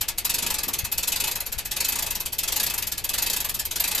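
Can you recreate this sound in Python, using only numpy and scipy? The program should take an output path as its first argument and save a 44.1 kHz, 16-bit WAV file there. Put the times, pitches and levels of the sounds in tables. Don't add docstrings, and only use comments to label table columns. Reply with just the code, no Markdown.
import sys
import numpy as np
from scipy import signal
from scipy.fft import rfft, irfft
from scipy.io import wavfile

SR = 44100
rng = np.random.default_rng(int(sys.argv[2]) if len(sys.argv) > 2 else 0)


def pcm_store(signal):
    levels = np.round(np.clip(np.atleast_2d(signal), -1, 1) * 32767)
    wavfile.write(sys.argv[1], SR, levels.astype(np.int16).T)


N = 176400
SIDES = np.array([[.5], [-.5]])
USUAL_RATE = 22

# f/Hz, level/dB, time to fade by 60 dB/s
FRAME_NOTES = [(853, -26, .3), (935, -23.5, .2), (1196, -31, .2), (1686, -25, .22), (2024, -28, .3),
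               (2578, -14.5, .3), (3110, -25, .15), (3473, -25, .2), (3744, -22, .2), (4327, -25, .18),
               (4593, -21, .16), (4894, -23, .15)]
# f/Hz, level/dB, time to fade by 60 dB/s
CATCH_NOTES = [(6680, -20, .1), (6850, -21, .07), (7786, -22, .09), (9970, -22, .07), (12270, -16, .06),
               (12350, -14, .08), (12470, -14, .06), (12570, -16, .06), (13330, -23, .05)]
# t/s, tick's head start/ms, level/dB, treble boost/dB, low boost/dB, chatter/dB
TEETH = [(0.0126, 3.7, -22.3, -0.1, 1.7, -2.0), (0.0848, 4.0, -22.9, -1.3, -0.5, -3.8),
         (0.182, 5.2, -23.5, 1.8, -1.7, -4.5), (0.2504, 4.0, -21.4, 0.7, -0.5, -2.9),
         (0.2978, 3.7, -20.4, -2.1, -2.9, -0.1), (0.3428, 4.4, -22.0, -1.0, -1.0, -1.2),
         (0.3851, 3.3, -21.9, -4.6, -1.7, 0.2), (0.4258, 3.2, -22.6, -3.2, 1.1, 1.9),
         (0.4649, 2.8, -22.9, -2.4, -0.5, 0.7), (0.5039, 2.9, -21.3, -2.7, 0.7, -1.4),
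         (0.5422, 2.6, -24.0, -2.1, 0.7, -2.3), (0.5846, 2.0, -24.2, -2.5, 0.4, 4.8),
         (0.6338, 3.1, -25.4, 1.7, 3.7, -1.4), (0.6827, 3.2, -27.1, 4.9, 6.0, 0.4),
         (0.7364, 5.3, -22.7, -1.7, 0.5, -2.3), (0.7888, 4.4, -25.4, 2.9, 0.8, -1.7),
         (0.8474, 5.0, -25.0, -0.9, 1.5, 0.1), (0.9215, 5.5, -24.9, 5.7, -0.2, 0.8),
         (0.9811, 4.9, -23.0, 3.6, -0.6, -0.7), (1.031, 3.9, -24.0, -0.9, 0.5, 1.3),
         (1.0781, 4.5, -22.2, 2.1, -0.3, 4.7), (1.122, 3.6, -21.9, -2.9, -1.2, 1.4),
         (1.1597, 2.7, -23.4, -0.5, -0.0, 4.8), (1.2029, 3.2, -21.4, -0.6, -0.6, -0.7),
         (1.2405, 2.6, -21.6, -2.3, -0.9, -4.1), (1.2763, 4.5, -23.7, 0.5, 1.2, -1.1),
         (1.3127, 2.0, -24.7, -0.5, -0.1, 1.3), (1.3568, 3.2, -26.0, 0.8, 5.2, -3.8),
         (1.4049, 3.2, -27.9, 2.4, 3.0, -3.6), (1.4636, 5.1, -29.2, 1.5, 2.4, 0.8),
         (1.5242, 5.6, -27.4, 3.2, 1.8, 0.3), (1.5855, 5.3, -24.7, -0.5, 0.7, 0.0),
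         (1.6546, 5.0, -28.0, 3.6, -0.2, 1.6), (1.7149, 4.3, -23.2, -0.8, -2.0, -1.5),
         (1.7653, 3.3, -23.9, -2.7, 0.7, -1.1), (1.8047, 2.0, -20.7, -2.2, -0.5, 4.8),
         (1.8478, 3.6, -21.2, -2.4, -1.7, -0.2), (1.8871, 4.4, -23.4, 1.1, 0.4, 0.6),
         (1.9224, 2.3, -23.5, -2.4, 0.3, 0.5), (1.9572, 2.8, -23.8, -3.2, 0.8, -1.9),
         (1.9883, 2.0, -24.0, -2.1, 1.3, 3.9), (2.0242, 2.2, -24.4, -0.7, 0.1, -0.7),
         (2.0641, 2.5, -25.4, -1.3, 1.3, 2.1), (2.1072, 3.1, -25.0, 2.1, 1.0, -3.0),
         (2.1536, 4.3, -25.7, -0.3, 1.1, -0.4), (2.2035, 3.9, -27.8, 4.6, 1.7, -1.6),
         (2.2591, 4.5, -26.0, -0.3, -0.1, -1.4), (2.3272, 5.2, -27.9, 3.7, 0.2, 2.7),
         (2.3871, 4.1, -22.9, 0.9, -4.5, 1.4), (2.4347, 4.1, -23.7, -2.0, -0.3, 0.5),
         (2.48, 4.0, -20.5, -4.5, -1.5, 0.6), (2.5235, 3.8, -21.5, -1.9, -1.1, -0.6),
         (2.5635, 4.3, -21.6, 1.1, -2.1, 1.5), (2.5998, 2.6, -20.7, -3.4, -0.1, -0.2),
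         (2.6327, 2.3, -23.8, 2.0, 0.2, 4.7), (2.6644, 2.0, -23.3, -2.0, 0.5, 2.3),
         (2.6999, 2.7, -23.9, -1.1, 0.8, -0.7), (2.7394, 3.2, -27.2, 2.2, 4.0, -1.6),
         (2.7799, 2.3, -25.2, 1.5, 1.2, -1.5), (2.8248, 3.6, -25.8, -0.8, 0.0, -1.5),
         (2.8715, 3.7, -28.0, 3.7, 1.7, -3.9), (2.9201, 4.0, -24.8, -0.9, -1.1, -1.2),
         (2.9795, 4.8, -26.7, 2.0, -0.7, -1.7), (3.0432, 3.9, -26.1, 2.7, 0.5, -1.5),
         (3.0925, 3.0, -24.1, 1.1, -1.5, -0.9), (3.1384, 4.4, -21.7, -1.6, -1.8, 3.1),
         (3.182, 3.4, -21.4, -3.3, -1.3, 1.0), (3.2245, 4.4, -21.8, 1.8, 0.6, -1.7),
         (3.2639, 2.6, -21.8, -2.0, -0.3, -0.4), (3.3, 2.9, -23.0, 0.0, -1.4, -1.7),
         (3.3324, 3.2, -23.5, 0.2, -1.1, 1.0), (3.3652, 2.5, -22.8, -1.8, 0.1, 1.5),
         (3.4037, 2.1, -25.8, 1.8, 1.4, 0.8), (3.4471, 3.4, -26.1, 2.6, 3.0, -0.5),
         (3.4939, 5.9, -25.6, 0.2, -0.6, -1.0), (3.545, 4.3, -27.5, 2.9, -0.2, 0.8),
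         (3.595, 4.4, -23.5, 0.5, -1.2, 2.0), (3.6523, 3.3, -27.8, 4.3, 0.1, 1.9),
         (3.7118, 3.3, -26.0, 2.1, -0.2, -4.1), (3.7595, 3.2, -23.0, -1.2, -2.3, -0.2),
         (3.8012, 4.0, -21.3, 2.7, -0.9, 4.8), (3.84, 2.0, -21.1, -1.9, -1.3, -0.5),
         (3.8781, 3.6, -22.5, -1.9, -2.4, -0.9), (3.9143, 3.7, -22.3, -3.3, -1.0, 0.0),
         (3.9494, 2.2, -21.9, 0.2, 1.4, 0.6), (3.981, 3.4, -22.8, -2.3, 1.0, -0.8)]

def ratchet(size=8192, gain_db=30.5, same_share=.27):
    out = np.zeros((2, N))
    t, hz = np.arange(size) / SR, np.fft.rfftfreq(size, 1 / SR)
    likeness, balance = microphone(hz)
    delay = np.exp(-2j * np.pi * np.outer([0, 6e-6], hz))
    treble, low = along(hz, [(9600, 0), (12000, 1)]), along(hz, [(1500, 1), (2700, 0)])
    same_noise = noise_pair(size, likeness)
    for snap_s, lead_ms, db, treble_db, low_db, chatter_db in TEETH:
        lead_s = lead_ms / 1000
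        extra_rate = tooth_rate(snap_s) - USUAL_RATE
        hits = catch_fall(t, lead_s, tick_db=-5.5 + .4 * extra_rate, chatter_db=chatter_db - 2)
        noise = np.sqrt(same_share) * same_noise + np.sqrt(1 - same_share) * noise_pair(size, likeness)
        steel = steel_clang(noise, hits, hz)
        frame = undb(-5.5 + .32 * extra_rate) * ringing_notes(FRAME_NOTES, hits, t)
        catch = undb(-3) * ringing_notes(CATCH_NOTES, hits, t)
        tone = undb(gain_db + db + treble_db * treble + low_db * low)
        add(out, snap_s - lead_s, irfft((steel + frame + catch) * balance * delay * tone))
    return out

def tooth_rate(t):
    times = np.array(TEETH)[:, 0]
    return np.interp(t, times, 1 / np.gradient(times))

def catch_fall(t, lead_s, tick_db, chatter_db, count=6, scuff_s=.0037, chatter_s=.008, fade_s=.0093):
    def spikes(times, sizes):
        return np.bincount((times * SR).astype(int), sizes ** 2 / np.sum(sizes ** 2), len(t))

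    jitter, scuffs = rng.random((2, count))
    bounce_s = chatter_s * (np.arange(count) + .5 + jitter) / count
    bounce_sizes = undb(chatter_db + 2 * rng.standard_normal(count)) * np.exp(-bounce_s / fade_s)
    tick = spikes(scuff_s * np.r_[0, scuffs], np.r_[1, np.full(count, .5)]) * undb(tick_db) ** 2
    snap = spikes(lead_s + np.r_[0, bounce_s], np.r_[1, bounce_sizes])
    return tick, snap

# f/Hz, level/dB
STEEL_TONE = [(150, -20), (400, -12.5), (780, -5.8), (1300, -7.3), (2200, -3.2), (3100, -.3), (4800, .3),
              (5900, -2), (6800, .6), (9000, -1.6), (10800, -1.6), (12400, 2.8), (13400, 1.5), (14300, -7)]
# f/Hz, time to fade by 60 dB/s
STEEL_FADES = [(300, 0.23), (900, 0.18), (2000, 0.28), (3500, 0.15), (6000, 0.12), (9000, 0.099),
               (13000, 0.083)]

def steel_clang(noise, hits, hz, patches=130, patch_db=3):
    clang = 0
    log_centres = np.log(np.array(STEEL_FADES)[:, 0])
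    for weights, (centre_hz, ring_s) in zip(np.eye(len(log_centres)), STEEL_FADES):
        band = irfft(noise * np.interp(np.log(hz + 1), log_centres, weights))
        clang += band * ring_shape(hits, centre_hz, ring_s)
    favour = np.interp(hz, np.linspace(0, SR / 2, patches), rng.standard_normal(patches))
    return rfft(clang) * undb(along(hz, STEEL_TONE) + patch_db * favour)

def ringing_notes(notes, hits, t, detune=.003, scatter_db=4, spread_rad=.88):
    out = np.zeros((2, len(t)))
    for hz, db, ring_s in notes:
        tune, start, spread, force = rng.standard_normal(4)
        phase = np.pi * start + spread_rad * spread * min(hz / CATCH_NOTES[0][0], 1) * SIDES
        wave = np.sqrt(2) * np.sin(2 * np.pi * hz * (1 + detune * tune) * t + phase)
        out += undb(db + scatter_db * force) * ring_shape(hits, hz, ring_s) * wave
    return rfft(out)

def ring_shape(hits, hz, ring_s, dull_hz=8850, crack_db=4.5, crack_s=.00096, rise_cycles=2.5):
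    def fade(energy, seconds):
        return signal.lfilter([1], [1, -np.exp(-1 / (seconds * SR))], energy)

    tick, snap = hits
    push = snap + tick / (1 + (hz / dull_hz) ** 4)
    energy = fade(push, ring_s / np.log(1000) / 2) + undb(crack_db) ** 2 * fade(push, crack_s)
    energy = fade(energy, rise_cycles / hz)
    return np.sqrt(energy / energy.sum())

# f/Hz, level/dB
RUB_TONE = [(90, 4), (220, 6), (500, 3.5), (900, -1.5), (1300, -22.5), (2500, 0), (6000, -8), (14000, -23)]
# t/s, level/dB
KNOCKS = [(.425, -43.5), (.672, -42)]

def crank(knock_hz=235, knock_octaves=.81, knock_fade_s=.056):
    t, hz = np.arange(N) / SR, np.fft.rfftfreq(N, 1 / SR)
    likeness, balance = microphone(hz)
    noise = noise_pair(N, likeness) * balance
    rub = irfft(noise * undb(along(hz, RUB_TONE)))
    rub_level = undb(-46 + .41 * (tooth_rate(t) - USUAL_RATE))
    knock = irfft(noise * np.exp(-(np.log2((hz + 1) / knock_hz) / knock_octaves) ** 2))
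    knock_level = sum(undb(db) * (t >= s) * np.exp(-np.abs(t - s) / knock_fade_s) for s, db in KNOCKS)
    return rub / rub.std() * rub_level + knock / knock.std() * knock_level

# t/s, f/Hz, peak level/dB, half length/s
PUFFS = [(.015, 95, -35, .009), (0.838, 77, -19.5, 0.005), (1.575, 47.4, -22, 0.0048)]

def air_puffs(right_db=-15.5):
    t = np.arange(N) / SR
    puffs = sum(undb(db) * np.exp(-((t - s) / half_s) ** 2) * np.cos(2 * np.pi * hz * (t - s))
                for s, hz, db, half_s in PUFFS)
    return puffs * undb([[0], [right_db]])

# f/Hz, level/dB
OUTDOOR_TONE = [(20, 1), (35, 2), (80, -2), (150, -12.5), (300, -22.5), (600, -27.5), (900, -39),
                (1400, -31), (3000, -75), (7000, -41), (14000, -33)]

def outdoors(level_db=-43.5, sway_db=.6, left_over_right_db=4.5, sways=30):
    sway = np.interp(np.arange(N), np.linspace(0, N, sways), rng.standard_normal(sways))
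    hz = np.fft.rfftfreq(N, 1 / SR)
    air = irfft(noise_pair(N, likeness=.75) * undb(along(hz, OUTDOOR_TONE)))
    return air / air.std() * undb(level_db + sway_db * sway + left_over_right_db * SIDES)

# f/Hz, left over right/dB, likeness (0 to 1)
OPENINGS = [(200, 6, .97), (700, 6.5, .96), (1400, 4.2, .92), (3000, 1.6, .72), (8000, .4, .6),
            (13000, 1.3, .56)]

def microphone(hz):
    return along(hz, OPENINGS, column=2), undb(along(hz, OPENINGS) * SIDES)

def noise_pair(size, likeness):
    middle, side = rfft(rng.standard_normal((2, size)))
    return np.sqrt((1 + likeness) / 2) * middle + np.sqrt((1 - likeness) / 2) * side * 2 * SIDES

def undb(db):
    return 10 ** (np.asarray(db) / 20)

def along(hz, table, column=1):
    table = np.array(table)
    return np.interp(np.log(hz + 1), np.log(table[:, 0]), table[:, column])

def add(out, start_s, sound):
    start = int(round(start_s * SR))
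    first, end = max(start, 0), min(start + sound.shape[1], N)
    out[:, first:end] += sound[:, first - start:end - start]

def scene():
    return ratchet() + crank() + air_puffs() + outdoors()

def record(dry):
    return signal.sosfilt(signal.ellip(8, .2, 70, 13950, fs=SR, output="sos"), dry)

dry = scene()
out = record(dry)
pcm_store(out)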